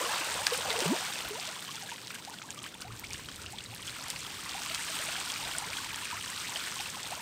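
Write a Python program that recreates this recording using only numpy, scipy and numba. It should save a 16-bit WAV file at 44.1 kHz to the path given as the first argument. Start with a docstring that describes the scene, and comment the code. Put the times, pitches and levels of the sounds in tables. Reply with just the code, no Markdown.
"""School of small fish thrashing

A dense school thrashes at the sea surface close to the shore. Many small splashes merge into
fizz: filtered noise, crackle and ringing droplets. Tail slaps, drops, spray ticks, bubbles and plunks
are short dying sines; gulps are gliding tones. A dull echo follows the water sounds.
Behind lie shaped-noise rumble, wind and surf, two swells of a low hum, and hiss."""
import sys
import numpy as np
from scipy import signal
from scipy.fft import rfft, irfft
from scipy.io import wavfile
from numba import njit

SR = 44100
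rng = np.random.default_rng(int(sys.argv[2]) if len(sys.argv) > 2 else 0)


def put_to_file(sound):
    """Save the sound as 16-bit audio at rate SR, in the file named by the first command-line argument."""
    columns = np.atleast_2d(sound).T  # one column per channel
    safe = np.clip(columns, -1, 1)
    whole_steps = np.round(safe * 32767)
    wavfile.write(sys.argv[1], SR, whole_steps.astype(np.int16))


def volts_from_db(level):
    """Convert decibel levels to linear amplitude ratios."""
    exponent = np.asarray(level, float) / 20
    return 10 ** exponent


N = 317961

# Slow swell of the thrashing. Each row: time in seconds, fizz level in dB.
THRASH = [(0.0, -34), (0.45, -36), (0.68, -36.5), (0.86, -34.5), (1.2, -38.5), (1.26, -42), (1.49, -39.5),
          (1.62, -44), (1.78, -43.5), (2.05, -46.5), (2.47, -50), (2.79, -52), (3.2, -46.5), (3.65, -48.5),
          (3.95, -42.5), (4.44, -42), (4.56, -39.5), (5.02, -35.5), (5.6, -40.5), (6.75, -39), (7.09, -41),
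          (7.21, -42.5)]
# Bursts of fizz as a fish breaks the surface. Each row: time in seconds, peak level in dB.
SPLASHES = [(.535, -33), (.705, -35.5), (2.105, -42), (2.147, -41), (2.33, -43.5), (2.505, -42.5),
            (2.575, -47), (2.642, -43.5), (2.664, -47), (2.81, -50), (2.822, -47), (2.95, -47.5),
            (3.041, -47), (3.11, -49), (3.135, -45), (3.42, -48), (3.586, -48), (3.879, -45), (4.1, -39),
            (4.747, -40), (5.3, -40), (5.45, -43), (5.48, -42), (5.51, -46), (5.583, -39), (5.732, -41),
            (5.77, -41), (6.056, -44), (6.56, -41), (6.8, -43)]
SPLASH_RISE_S, SPLASH_FALL_S = 0.004, 0.015
# Colour of the fizz spray. Each row: frequency in Hz, relative level in dB.
FIZZ_COLOUR = [(180, -29), (300, -6), (332, -11.5), (567, -28), (638, -20), (987, -5), (1830, -4),
               (3190, -2), (6900, -7.5), (8580, -4), (10900, -20), (13700, -14.5), (14900, -16),
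               (15700, -22), (16500, -74)]
# Babble of small bubbles. Each row: time in seconds, level in dB, gain of the fat low bubbles (0-1).
BABBLE = [(0.0, -39.5, 0.82), (0.5, -45, 0.45), (0.72, -41, 0.97), (0.88, -40, 0.9), (1.08, -48, 0.85),
          (1.28, -51.5, 0.74), (1.59, -54.5, 0.37), (2.31, -59, 0.47), (2.69, -57.5, 0.3),
          (3.71, -60.5, 0.13), (4.01, -53, 0.4), (4.36, -55, 0.24), (4.64, -51, 0.44), (4.86, -47.5, 0.18),
          (5.46, -48.5, 0.46), (5.8, -49.5, 0), (6.63, -52.5, 0.54), (6.83, -55, 0.3), (7.21, -50.5, 0.7)]
# Clearest tail slaps. Each row: start in seconds, level in dB, centre in Hz, length in cycles.
SLAPS = [(0.3007, -30, 6450, 3.5), (0.4682, -6, 4740, 2.2), (0.5422, -33, 4510, 3.2),
         (0.5766, -24, 7320, 3.5), (0.6994, -24, 4320, 3.5), (0.7287, -21, 6350, 3.5),
         (0.7912, -18, 8040, 3.8), (0.8048, -15, 5160, 3.3), (1.0505, -24, 6590, 3.5),
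         (1.1897, -32, 4710, 3.5), (1.288, -30, 8280, 3.2), (1.3992, -25, 4370, 2.9),
         (1.4533, -26, 5110, 3.2), (1.4735, -24, 6280, 3.5), (1.5444, -31.5, 8260, 3.5),
         (1.6427, -29, 8650, 3.5), (1.709, -29, 8880, 3.5), (1.7564, -23.5, 5700, 3.3),
         (1.8981, -31, 8270, 3.5), (2.0723, -24.5, 5010, 2.4), (2.146, -26, 8700, 3.5),
         (2.25, -27, 4500, 2.6), (2.2982, -29, 8790, 3.5), (2.342, -33, 4840, 3.8),
         (2.5055, -22, 6960, 5.7), (2.5463, -28, 8130, 3.5), (2.633, -27, 8550, 2.9),
         (2.658, -37, 4300, 3.5), (2.807, -29.5, 7460, 3.5), (2.8202, -26, 5070, 4.2),
         (2.9736, -35, 5020, 3.5), (2.9951, -30, 5990, 2.4), (3.1058, -28, 5360, 3.5),
         (3.133, -21.5, 6100, 4.9), (3.2874, -36, 7560, 3.2), (3.3604, -26.5, 8830, 3.5),
         (3.4176, -31, 5370, 3.5), (3.457, -34, 7680, 3.5), (3.5229, -47, 4300, 3.5),
         (3.5237, -26, 8710, 3.9), (3.6237, -39, 8160, 3.5), (3.748, -24, 11100, 4),
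         (3.8721, -27, 7230, 3.5), (4.0397, -25, 7300, 3.5), (4.0836, -26, 4630, 3),
         (4.1025, -13.5, 7350, 2.6), (4.2058, -26, 7100, 4.8), (4.4375, -29, 6190, 3.5),
         (4.4937, -23, 4760, 3.5), (4.5356, -33, 4310, 3.5), (4.6623, -26, 5820, 3.1),
         (4.7301, -34, 8870, 3.5), (4.7473, -19.5, 6300, 4.1), (4.791, -29, 8550, 3.5),
         (4.8663, -28, 4750, 3.5), (4.9182, -27, 4850, 3.5), (4.9501, -33, 4860, 3.5),
         (4.9891, -23, 8820, 3.5), (5.016, -22, 8340, 3.5), (5.0379, -25, 8980, 3.5),
         (5.058, -21, 8510, 4.2), (5.1397, -29, 4380, 3.5), (5.2017, -21, 8240, 3.8),
         (5.3194, -19, 6400, 3.5), (5.3398, -22.5, 4920, 3.5), (5.4313, -34, 4450, 3.5),
         (5.5453, -32, 4520, 3.5), (5.5638, -23, 8550, 3.5), (5.5844, -15.5, 8420, 7.6),
         (5.7027, -24, 4710, 3.5), (5.7553, -33, 4980, 2.8), (5.8441, -34, 4560, 3.5),
         (5.9595, -20.5, 7640, 3.5), (6.0531, -27, 6440, 3.5), (6.2447, -28.5, 4770, 3.5),
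         (6.3011, -21, 8530, 3.5), (6.4557, -33, 5050, 3.5), (6.5046, -27, 6050, 3.8),
         (6.54, -26, 5540, 3.5), (6.571, -24, 4540, 3.5), (6.6722, -31, 8300, 3.5),
         (6.7441, -26, 8520, 3.5), (6.8084, -25, 5200, 4.4), (6.8738, -28, 8900, 4.2),
         (6.8927, -30, 8550, 3.5), (6.9, -24, 6860, 3.5), (7.005, -29, 8750, 3.5), (7.074, -25, 7870, 3.5),
         (7.1093, -23, 8090, 3.8), (7.1527, -25, 6490, 3.5)]
# Clearest falling drops. Each row: start in seconds, level in dB, ring in Hz.
DROPS = [(0.0533, -21, 2920), (0.1206, -22, 2720), (0.186, -20.5, 2530), (0.2112, -22, 2510),
         (0.3172, -25, 3560), (0.4663, -16, 4550), (0.5455, -19, 2380), (0.6773, -27, 3480),
         (0.7033, -26, 2100), (0.7623, -20, 2740), (0.7935, -27, 4080), (0.825, -25, 2750),
         (0.861, -22, 2800), (0.9961, -27.5, 3610), (1.1243, -26, 3650), (1.1553, -24, 2580),
         (1.1882, -23, 3490), (1.3967, -33, 3010), (1.4222, -30, 2550), (1.4755, -30, 3710),
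         (1.6227, -27, 3690), (1.679, -25, 3050), (1.715, -26, 3160), (1.764, -27, 3260),
         (1.917, -36, 3810), (2.1061, -26.5, 2450), (2.1516, -30, 3000), (2.4176, -29, 2370),
         (2.5895, -27.5, 3170), (2.6199, -34, 3840), (2.64, -25.5, 3060), (2.6618, -30, 3030),
         (2.7422, -31, 3450), (3.041, -33, 2300), (3.1098, -27.5, 2400), (3.1438, -27, 2880),
         (3.2445, -31, 2830), (3.2873, -27, 3140), (3.3144, -35, 3350), (3.4616, -24, 2800),
         (3.5858, -25, 3360), (3.6072, -28, 2750), (3.6606, -30, 3910), (3.826, -29, 3170),
         (3.8789, -21.5, 3250), (3.904, -30, 3920), (4.0594, -31, 2270), (4.1607, -25.5, 2670),
         (4.2168, -28, 4210), (4.2482, -29, 3300), (4.2646, -25.5, 3150), (4.3492, -31, 3600),
         (4.4024, -31, 3140), (4.4722, -32, 2630), (4.5175, -29, 3410), (4.6603, -29, 2930),
         (4.7197, -31, 3730), (4.7464, -19, 3190), (4.9432, -29, 3510), (4.9896, -25, 3040),
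         (5.0235, -29, 3300), (5.0734, -26, 3630), (5.1467, -27, 3110), (5.1623, -23, 3220),
         (5.2116, -28.5, 3550), (5.3009, -18.5, 3240), (5.3602, -25.5, 2340), (5.4066, -32, 2670),
         (5.449, -25, 3890), (5.473, -23, 2380), (5.5131, -20.5, 3100), (5.5762, -28, 3310),
         (5.7317, -21, 2370), (5.7693, -20, 3230), (5.9055, -25, 2410), (5.9309, -31, 2860),
         (5.9434, -22, 3180), (6.0551, -22, 2380), (6.1115, -25.5, 2510), (6.559, -19.5, 3070),
         (6.5969, -26, 3400), (6.7897, -26, 2630), (6.8057, -23.5, 2530), (6.858, -22, 2640),
         (7.0314, -29, 3490)]
IMPACT_DB, IMPACT_T60_CYCLES, DENT_T60_S = 2.5, 3.8, 0.010
# Clearest ticks of fine spray. Each row: start in seconds, level in dB, centre in Hz.
TICKS = [(0.3007, -36, 14200), (0.3202, -38, 9920), (0.4668, -20, 9600), (0.5342, -25, 11800),
         (0.5437, -26, 11600), (0.5761, -18, 9510), (0.9063, -36, 14300), (1.1258, -34, 9760),
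         (1.2171, -39, 9630), (1.288, -24, 13600), (1.3703, -39, 9780), (2.0827, -35, 10000),
         (2.1765, -40, 9600), (2.2503, -38.5, 9500), (2.5292, -41, 13100), (2.5451, -41, 9510),
         (2.6324, -32, 9790), (2.7462, -33, 9880), (2.9966, -22, 14100), (3.1058, -39, 13100),
         (3.5169, -43, 9680), (3.7469, -31.5, 11100), (3.9664, -39, 13200), (4.0836, -25, 10900),
         (4.1016, -24, 9630), (4.1959, -40, 10200), (4.791, -37, 9750), (4.8554, -35, 9770),
         (5.0574, -37, 9590), (5.1781, -32, 9830), (5.5453, -38, 9790), (5.5842, -34, 14800),
         (5.8381, -34, 9650), (5.876, -38, 10000), (5.9594, -28, 9730), (6.3006, -37, 10200),
         (6.5705, -40, 9740), (6.8738, -36, 9870), (6.9032, -36, 10100), (7.1082, -35, 9760)]
# Clearest single bubbles. Each row: start in seconds, level in dB, start pitch in Hz, rise in octaves per s.
BUBBLES = [(.004, -26, 510, -3), (0.013, -34, 291, 11), (0.054, -27.5, 486, -2), (.022, -23, 1050, 17),
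           (.057, -20.5, 1020, 13), (.09, -22, 1530, 19), (.09, -25, 790, 7), (.402, -31, 518, 12),
           (0.466, -16.5, 1590, 10), (.51, -33, 340, 34), (.519, -15.5, 478, 3), (0.585, -23.5, 520, -11),
           (.65, -25, 740, 8), (.699, -29, 424, 4), (.713, -19, 1990, 8), (.752, -23, 433, 6.5),
           (.779, -20.5, 425, 11.5), (.818, -28, 915, 3.5), (.832, -26, 1420, 21), (0.901, -25, 950, 7),
           (.905, -29, 640, 6), (.93, -21, 903, 3), (1.021, -29, 780, 3), (1.095, -29, 797, 2),
           (.941, -24, 608, 13.5), (1.072, -24, 1408, 8), (1.244, -30, 605, 12), (1.25, -27, 1310, 25),
           (1.352, -26, 896, 10), (1.496, -28, 1400, 4), (1.687, -27.5, 1026, 13), (1.742, -33, 848, 6),
           (1.777, -30, 1350, 7), (1.826, -30.5, 763, 4), (1.889, -26, 1525, 24), (1.918, -24.5, 923, 3),
           (2.148, -35, 2000, 34), (2.273, -28.5, 690, 25.5), (2.338, -29, 1470, 1), (2.435, -36, 860, 8),
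           (2.488, -30, 1630, 0), (2.574, -31.5, 1150, 6), (2.649, -31.5, 967, 38), (2.661, -29, 1460, 42),
           (2.82, -33, 1280, 34), (2.847, -31.5, 698, 9), (2.902, -33.5, 1070, 35), (3.039, -26, 2060, 32),
           (3.098, -37, 854, -2), (3.106, -34, 2010, 35), (3.389, -32, 1300, 17), (3.531, -30, 745, 18.5),
           (3.724, -35, 752, 15.5), (3.961, -36, 1408, 9), (3.985, -37, 650, 0), (3.986, -31, 1330, 3),
           (4.077, -35, 600, 36), (4.13, -36, 750, 30), (4.165, -38, 800, 34), (4.225, -34, 1400, 14),
           (4.3, -37, 750, 10), (4.455, -35, 1170, -3), (4.495, -36, 700, 12), (4.578, -28, 924, -1),
           (4.71, -26, 1310, 0), (4.895, -32, 650, 0), (4.933, -32, 1030, 29), (4.388, -28, 1240, 2),
           (4.547, -24.5, 765, 4.5), (4.659, -29, 976, 26), (4.702, -31, 618, 7), (4.799, -35, 810, 18),
           (4.81, -24, 1930, 37), (4.882, -22.5, 1680, 4.5), (4.992, -31.5, 513, 20),
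           (5.033, -25.5, 1300, 2), (5.081, -30.5, 550, 31), (5.181, -28, 780, -3), (5.272, -26, 1430, 0),
           (5.392, -30, 855, -7), (5.422, -33, 772, 19.5), (5.456, -34, 670, 11), (5.508, -34, 991, 20),
           (5.567, -32, 622, 14.5), (5.549, -19.5, 1485, -2), (5.619, -27, 750, 16.5),
           (5.784, -20.5, 1570, -7), (5.801, -27, 1115, -1), (5.928, -30.5, 830, 23.5),
           (6.022, -29, 980, 2), (6.105, -27, 1150, 14), (6.125, -22, 930, 9.5), (6.165, -29, 1150, -3),
           (6.178, -27, 1300, 4), (6.286, -31, 950, 13), (6.33, -25, 1870, 6), (6.31, -32.5, 980, 3),
           (6.395, -31, 1280, 0), (6.412, -33, 1150, 14), (6.49, -31, 920, 2), (6.51, -32, 1110, 4),
           (6.543, -32, 860, 3), (6.551, -35, 536, 30), (6.675, -29, 1738, 21), (6.763, -27.5, 1030, 6),
           (6.796, -26.5, 743, 14.5), (6.945, -27, 1050, .5), (7.116, -23.5, 597, 35.5)]
BUBBLE_T60_CYCLES, CYCLES_PER_OCT_PER_S = 36.0, 0.62  # a bubble that climbs faster rings longer
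# Plunks and two sharp snaps. Each row: start in seconds, level in dB, pitch in Hz.
PLUNKS = [(.21, -31, 310), (.272, -27, 520), (0.704, -7, 3600), (.821, -19.5, 356), (.856, -16.5, 417),
          (.858, -23, 560), (.928, -32, 427), (4.747, -14.5, 4370)]
PLUNK_T60_CYCLES = 12.7
# Gurgling swirl left by the big fish. Each row: time in seconds, centre in Hz, reference level in dB.
SWIRL = [(0.0, 514, -51), (0.128, 490, -59), (0.188, 440, -52), (0.366, 538, -55), (0.5, 485, -52),
         (0.634, 488, -46), (0.728, 453, -44), (0.83, 434, -43)]
# Slowly closing air pockets, one list each. Each row: time in seconds, pitch in Hz, RMS level in dB.
GULPS = [
    [(.385, 707, -42), (.41, 795, -42), (.43, 895, -43), (.45, 1100, -44)],
    [(.857, 166.4, -33), (.875, 159.5, -33.5), (.895, 193, -34), (.915, 244, -26), (.932, 364, -28.5),
     (.942, 455, -47), (.955, 566, -47)],
    [(1.305, 414, -37.5), (1.33, 410, -41.5), (1.36, 477, -50), (1.38, 636, -45.5), (1.4, 870, -43)],
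    [(1.475, 590, -42.5), (1.5, 683, -53), (1.525, 950, -54), (1.55, 1460, -56)],
    [(5.66, 380, -53), (5.69, 480, -55), (5.71, 583, -53), (5.735, 805, -53)],
]
# Lesser hits at random. Each: hits per second, mean level in dB, full spread in dB, lowest Hz, highest Hz.
STRAY_SLAPS = (14.0, -31.5, 4, 2900, 8600)
STRAY_DROPS = (16.0, -34.0, 8.0, 1796, 4930)
STRAY_BUBBLES = (10.0, -39.0, 3, 600, 2106)
STRAY_TICKS = (30.0, -37.5, 10.0, 8100, 14000)
STRAY_FOLLOWS = 0.64  # share of the fizz's swell in dB
# Low hum swells. Each row: start in seconds, pitch in Hz, peak level in dB, length in seconds.
HUM = [(2.854, 114.3, -43, .12), (3.675, 113, -46.5, 0.074)]
# Rumble and wind. Each row: time in seconds, far surf rumble level in dB, wind gust level in dB.
RUMBLE = [(0.0, -59, -75), (0.24, -71, -89), (0.34, -56, -59), (0.48, -59, -76), (0.62, -55.5, -71),
          (1.16, -70.5, -79), (1.28, -49, -63), (1.34, -78, -78), (2.71, -64, -80), (2.77, -70, -67),
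          (2.91, -52, -58), (2.99, -60, -70), (3.11, -50, -55), (3.27, -56, -69), (3.35, -63, -64),
          (3.45, -49, -81), (3.53, -63, -73), (4.14, -60, -68), (5.24, -67.5, -67), (5.34, -55, -79),
          (5.42, -57, -60), (6.53, -60.5, -78), (6.65, -66, -70), (7.21, -58, -77)]
# Colour of the rumble. Each row: frequency in Hz, relative level in dB.
RUMBLE_COLOUR = [(15, -99), (25, -25), (80, 5), (177, -5.5), (230, -22), (307, -12), (500, -18), (650, -46),
                 (1100, -120)]
# Colour of the surf wash. Each row: frequency in Hz, relative level in dB.
SURF_COLOUR = [(59, -24), (100, 4), (182, 5.5), (615, -4), (1830, -15.5), (6310, -17), (8510, -20),
               (10800, -43.5), (15100, -21), (16500, -99)]
SURF_DB, MIC_HISS_DB = -53.5, -73


def rms_one(x):
    """Scales to unit power."""
    return x / np.sqrt(np.mean(x ** 2) + 1e-20)


def in_time(rows):
    """Interpolates the columns of a table to one value a sample."""
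    s, *columns = np.transpose(rows)
    return [np.interp(np.arange(N) / SR, s, c) for c in columns]


def drift(rate_hz):
    """Slow random wander of spread 1: noise through two equal poles, at a 20th of the sample rate."""
    pole = np.exp(-40 * np.pi * rate_hz / SR)
    noise = rng.standard_normal(N // 20 + 2002)
    slow = signal.lfilter([1], [1, -2 * pole, pole * pole], noise)[2000:]
    return np.interp(np.arange(N) / 20, np.arange(len(slow)), rms_one(slow))


def colour(x, spectrum, size=2048):
    """Causal (minimum-phase) filter through the points of a spectrum, built by cepstrum folding."""
    hz, db = np.transpose(spectrum)
    grid_hz = np.maximum(np.arange(size // 2 + 1), 1) * SR / size
    log_gain = np.interp(np.log(grid_hz), np.log(hz), db) * np.log(10) / 20
    cepstrum = irfft(log_gain)
    cepstrum[1:size // 2] *= 2
    response = irfft(np.exp(rfft(cepstrum[:size // 2], size)))
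    return signal.fftconvolve(x, response)[:N]


@njit
def add_rings(out, rate, s, gain, hz, rise, t60_s, attack):
    """Dying sines of gliding pitch, as of bubbles near the surface; about an octave off they burst."""
    for k in range(len(s)):
        start, phase = int(s[k] * rate), 0.
        for i in range(min(int(t60_s[k] * rate), len(out) - start)):
            t = i / rate
            phase += 2 * np.pi * min(hz[k] * 2 ** (rise[k] * t), .45 * rate) / rate
            whole = 1 / (1 + (rise[k] * t / .9) ** 6)
            onset = 1 - np.exp(-t / (attack * t60_s[k]))
            decay = 1000 ** (-t / t60_s[k])
            out[start + i] += whole * gain[k] * onset * decay * np.sin(phase)


def rings(s, db, hz, rise, t60_s, attack):
    """A track of rings; rise in octaves per s, attack as a share of T60."""
    out = np.zeros(N)
    add_rings(out, float(SR), s, volts_from_db(db), hz, rise, np.maximum(t60_s, 1e-4), max(attack, 1e-3))
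    return out


def swarm(busy, per_s, low_hz, high_hz, cycles, spread_db, climb, clump_db, tilt_db=0.0, count=40000):
    """Random clumped bubbles, more born in busier water; mean power is set to the mean of busy."""
    when, chance, pitch, size, life = rng.random((count, 5)).T
    at = (when * N).astype(int)
    birth_rate = busy * volts_from_db(clump_db * drift(15))
    born = chance < per_s * N / SR / count * birth_rate[at]
    hz = low_hz * (high_hz / low_hz) ** pitch
    t60_s = cycles * (.5 + life) / hz
    db = spread_db * np.minimum(-np.log(size), 4.5) + tilt_db * np.log2(hz / low_hz)
    rise = climb * life / t60_s
    track = rings(*(c[born] for c in (at / SR, db, hz, rise, t60_s)), attack=0.022)
    return track / np.sqrt(np.mean(track ** 2) / np.mean(busy))


def strays(per_s, mean_db, spread_db, low_hz, high_hz, count=300):
    """Random hits whose strength partly follows the fizz swell: s, dB, Hz and a shape value 0-1."""
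    when, chance, size, pitch, shape = rng.random((count, 5)).T
    s = when * N / SR
    born = chance < per_s * N / SR / count
    swell_db = np.interp(s, *np.transpose(THRASH))
    db = mean_db + STRAY_FOLLOWS * (swell_db - swell_db.mean()) + spread_db * (size - .5)
    hz = low_hz * (high_hz / low_hz) ** pitch
    return np.array([s, db, hz, shape])[:, born]


def spatter(s, db, hz, spread_s, cycles, count=6):
    """After each hit a few thrown drops fall back at kindred pitches, softer with delay."""
    wait, detune, size = rng.random((len(s), count, 3)).T
    lag_s = -spread_s * np.log(wait)
    pitch_hz = np.minimum(hz * 2 ** (2.2 * detune - 1.4), .35 * SR).ravel()
    level_db = (db - 9 * size - 500 * lag_s).ravel()
    start_s = (s + lag_s).ravel()
    return rings(start_s, level_db, pitch_hz, 0 * start_s, cycles / pitch_hz, attack=0.056)


def activity(db):
    """Louder water means more splashes (0-1), and each one harder."""
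    busy = volts_from_db(1.2 * (db - db.max()))
    return busy, volts_from_db(db) / np.sqrt(busy)


def thrash_db():
    """Level of the fizz: the slow swell plus a lopsided Gaussian burst of power for each splash."""
    swell_db, = in_time(THRASH)
    power, t = volts_from_db(2 * swell_db), np.arange(N) / SR
    for s, db in SPLASHES:
        near = slice(max(int((s - .1) * SR), 0), int((s + .1) * SR))
        late_s = t[near] - s
        width_s = np.where(late_s < 0, SPLASH_RISE_S, SPLASH_FALL_S)
        power[near] += volts_from_db(2 * db) * np.exp(-(late_s / width_s) ** 2)
    return 10 * np.log10(power)


def fizz():
    """Far splashes blur to hiss; nearer ones stand out as crackle and ringing droplets."""
    busy, size = activity(thrash_db())
    hiss = np.sqrt(busy) * volts_from_db(1.37 * drift(38)) * rng.standard_normal(N)
    crackle = swarm(busy, 2500, 1957, 14060, cycles=12.5, spread_db=3.0, climb=1.0, clump_db=1.5, tilt_db=5.0)
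    spray = colour(volts_from_db(-3.0) * hiss + volts_from_db(-5.5) * crackle, FIZZ_COLOUR)
    spray = spray / np.sqrt(np.mean(spray ** 2) / np.mean(busy))
    droplets = swarm(busy, 700, 1290, 4840, cycles=18.0, spread_db=3.0, climb=0.99, clump_db=3.5)
    return size * (volts_from_db(-1.5) * spray + volts_from_db(-10) * droplets)


def babble():
    """Small bubbles overlap into a rising chatter; fatter, lower ones join by the gain column of BABBLE."""
    db, fat = in_time(BABBLE)
    busy, size = activity(db)
    small = swarm(busy, 520, 787.6, 1728, cycles=34.7, spread_db=1.64, climb=1.55, clump_db=3.0, tilt_db=-0.5)
    large = swarm(busy, 600, 424.5, 908, cycles=19.3, spread_db=2.5, climb=1.45, clump_db=0.0, tilt_db=5.5)
    return size * (small + np.clip(fat, 0, 1.5) * large)


def slaps():
    """A crack of a few cycles and its spatter; a gentle low-pass at 11 kHz softens the very top."""
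    s, db, hz, shape = strays(*STRAY_SLAPS)
    stray_cycles = (0.4 + shape) * hz / 2200
    s, db, hz, cycles = np.hstack([np.transpose(SLAPS), [s, db, hz, stray_cycles]])
    # the lift offsets the peak lost to the soft attack
    cracks = rings(s, db + 13.5, hz, 0 * s, 1.74 * cycles / hz, attack=0.13)
    hits = cracks + spatter(s, db - 3.5, hz, spread_s=.004, cycles=6.5)
    return signal.sosfilt(signal.butter(1, 11000, fs=SR, output="sos"), hits)


def drops():
    """A falling drop cracks on impact and dents the surface, which rings briefly; spatter follows."""
    s, db, hz = np.hstack([np.transpose(DROPS), strays(*STRAY_DROPS)[:3]])
    impact = rings(s, db + IMPACT_DB, 1.26 * hz, 0 * s, IMPACT_T60_CYCLES / hz, attack=0.11)
    dent = rings(s, db + 3.5, hz, 12 + 0 * s, DENT_T60_S + 0 * s, attack=0.13)
    return impact + dent + spatter(s, db - 0.5, 1.37 * hz, spread_s=.006, cycles=13.3)


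def ticks():
    """The finest spray lands as thin, bright ticks, lifted to offset the soft attack."""
    s, db, hz = np.hstack([np.transpose(TICKS), strays(*STRAY_TICKS, count=600)[:3]])
    return rings(s, db + 7.0, hz, 0 * s, 11.7 / hz, attack=0.08)


def bubbles():
    """Larger bubbles heard one by one; ring time counts in cycles, more for faster climbs."""
    s, db, hz, shape = strays(*STRAY_BUBBLES)
    s, db, hz, rise = np.hstack([np.transpose(BUBBLES), [s, db, hz, 29.0 * shape ** 2]])
    t60_s = (BUBBLE_T60_CYCLES + CYCLES_PER_OCT_PER_S * rise) / hz
    return rings(s, db, hz, rise, t60_s, attack=0.13)


def plunks():
    """Plunks and two sharp snaps: short, heavily damped rings, climbing 5 octaves per s."""
    s, db, hz = np.transpose(PLUNKS)
    return rings(s, db, hz, 5.0 + 0 * s, PLUNK_T60_CYCLES / hz, attack=0.085)


def swirl():
    """A dense churn of fat, short-lived bubbles around a wavering, mostly sinking pitch."""
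    hz, db = in_time(SWIRL)
    when, detune, size = rng.random((160, 3)).T
    at = (when * SWIRL[-1][0] * SR).astype(int)
    pitch_hz = hz[at] * 2 ** (.9 * (detune - .3))
    return rings(at / SR, db[at] + 5 * size - 8, pitch_hz, 6 + 0 * size, 12.0 / pitch_hz, attack=0.086)


def gulp(rows):
    """A shrinking air pocket sings a clean, mostly rising tone until it is pinched off."""
    hz, db = in_time(rows)
    t = np.arange(N) / SR
    fade_in = np.clip((t - rows[0][0]) / 0.0044, 0, 1)
    fade_out = np.clip((rows[-1][0] - t) / 0.0076, 0, 1)
    return np.sqrt(2) * fade_in * fade_out * volts_from_db(db) * np.sin(2 * np.pi * np.cumsum(hz) / SR)


def hum():
    """Short swells of a low steady sine."""
    t, out = np.arange(N) / SR, np.zeros(N)
    for s, hz, peak_db, length_s in HUM:
        swell = np.sin(np.pi * np.clip((t - s) / length_s, 0, 1)) ** .5
        out += volts_from_db(peak_db) * swell * np.sin(2 * np.pi * hz * t)
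    return out


def background():
    """Lumpy rumble, deeper gusts of wind, and the smooth wash of far surf, all shaped noise."""
    rumble_db, gust_db = in_time(RUMBLE)
    rumble = rms_one(colour(rng.standard_normal(N), RUMBLE_COLOUR, size=8192))
    gust_band = signal.butter(2, [28, 65], "band", fs=SR, output="sos")
    gusts = rms_one(signal.sosfilt(gust_band, rng.standard_normal(N)))
    surf = rms_one(colour(rng.standard_normal(N), SURF_COLOUR))
    return volts_from_db(rumble_db + 2.0 * drift(13)) * rumble + volts_from_db(gust_db) * gusts + volts_from_db(SURF_DB) * surf


def scene():
    """Open water: no room, only a dull echo off the shore, 11 ms late."""
    water = fizz() + babble() + slaps() + drops() + ticks() + bubbles() + plunks() + swirl()
    water = water + sum(gulp(rows) for rows in GULPS)
    echo = signal.lfilter([.3], [1, -.7], np.pad(water, (int(.011 * SR), 0))[:N])
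    return (water + volts_from_db(-14) * echo + background() + hum())[None]


def low_pass(x):
    """Removes everything above the highest recorded frequency."""
    return signal.sosfilt(signal.butter(12, 16650, fs=SR, output="sos"), x)


def record(dry):
    """The microphone adds a thin steady hiss and rolls off below 30 Hz and above 15.8 kHz."""
    hiss_band = signal.butter(2, 8500, "high", fs=SR, output="sos")
    hiss = rms_one(signal.sosfilt(hiss_band, rng.standard_normal(N)))
    treble_cut = signal.butter(6, 15800, fs=SR, output="sos")
    bass_cut = signal.butter(2, 30, "high", fs=SR, output="sos")
    mix = signal.sosfilt(np.vstack([treble_cut, bass_cut]), dry + volts_from_db(MIC_HISS_DB) * hiss)
    return low_pass(mix)


dry = scene()
out = record(dry)
put_to_file(out)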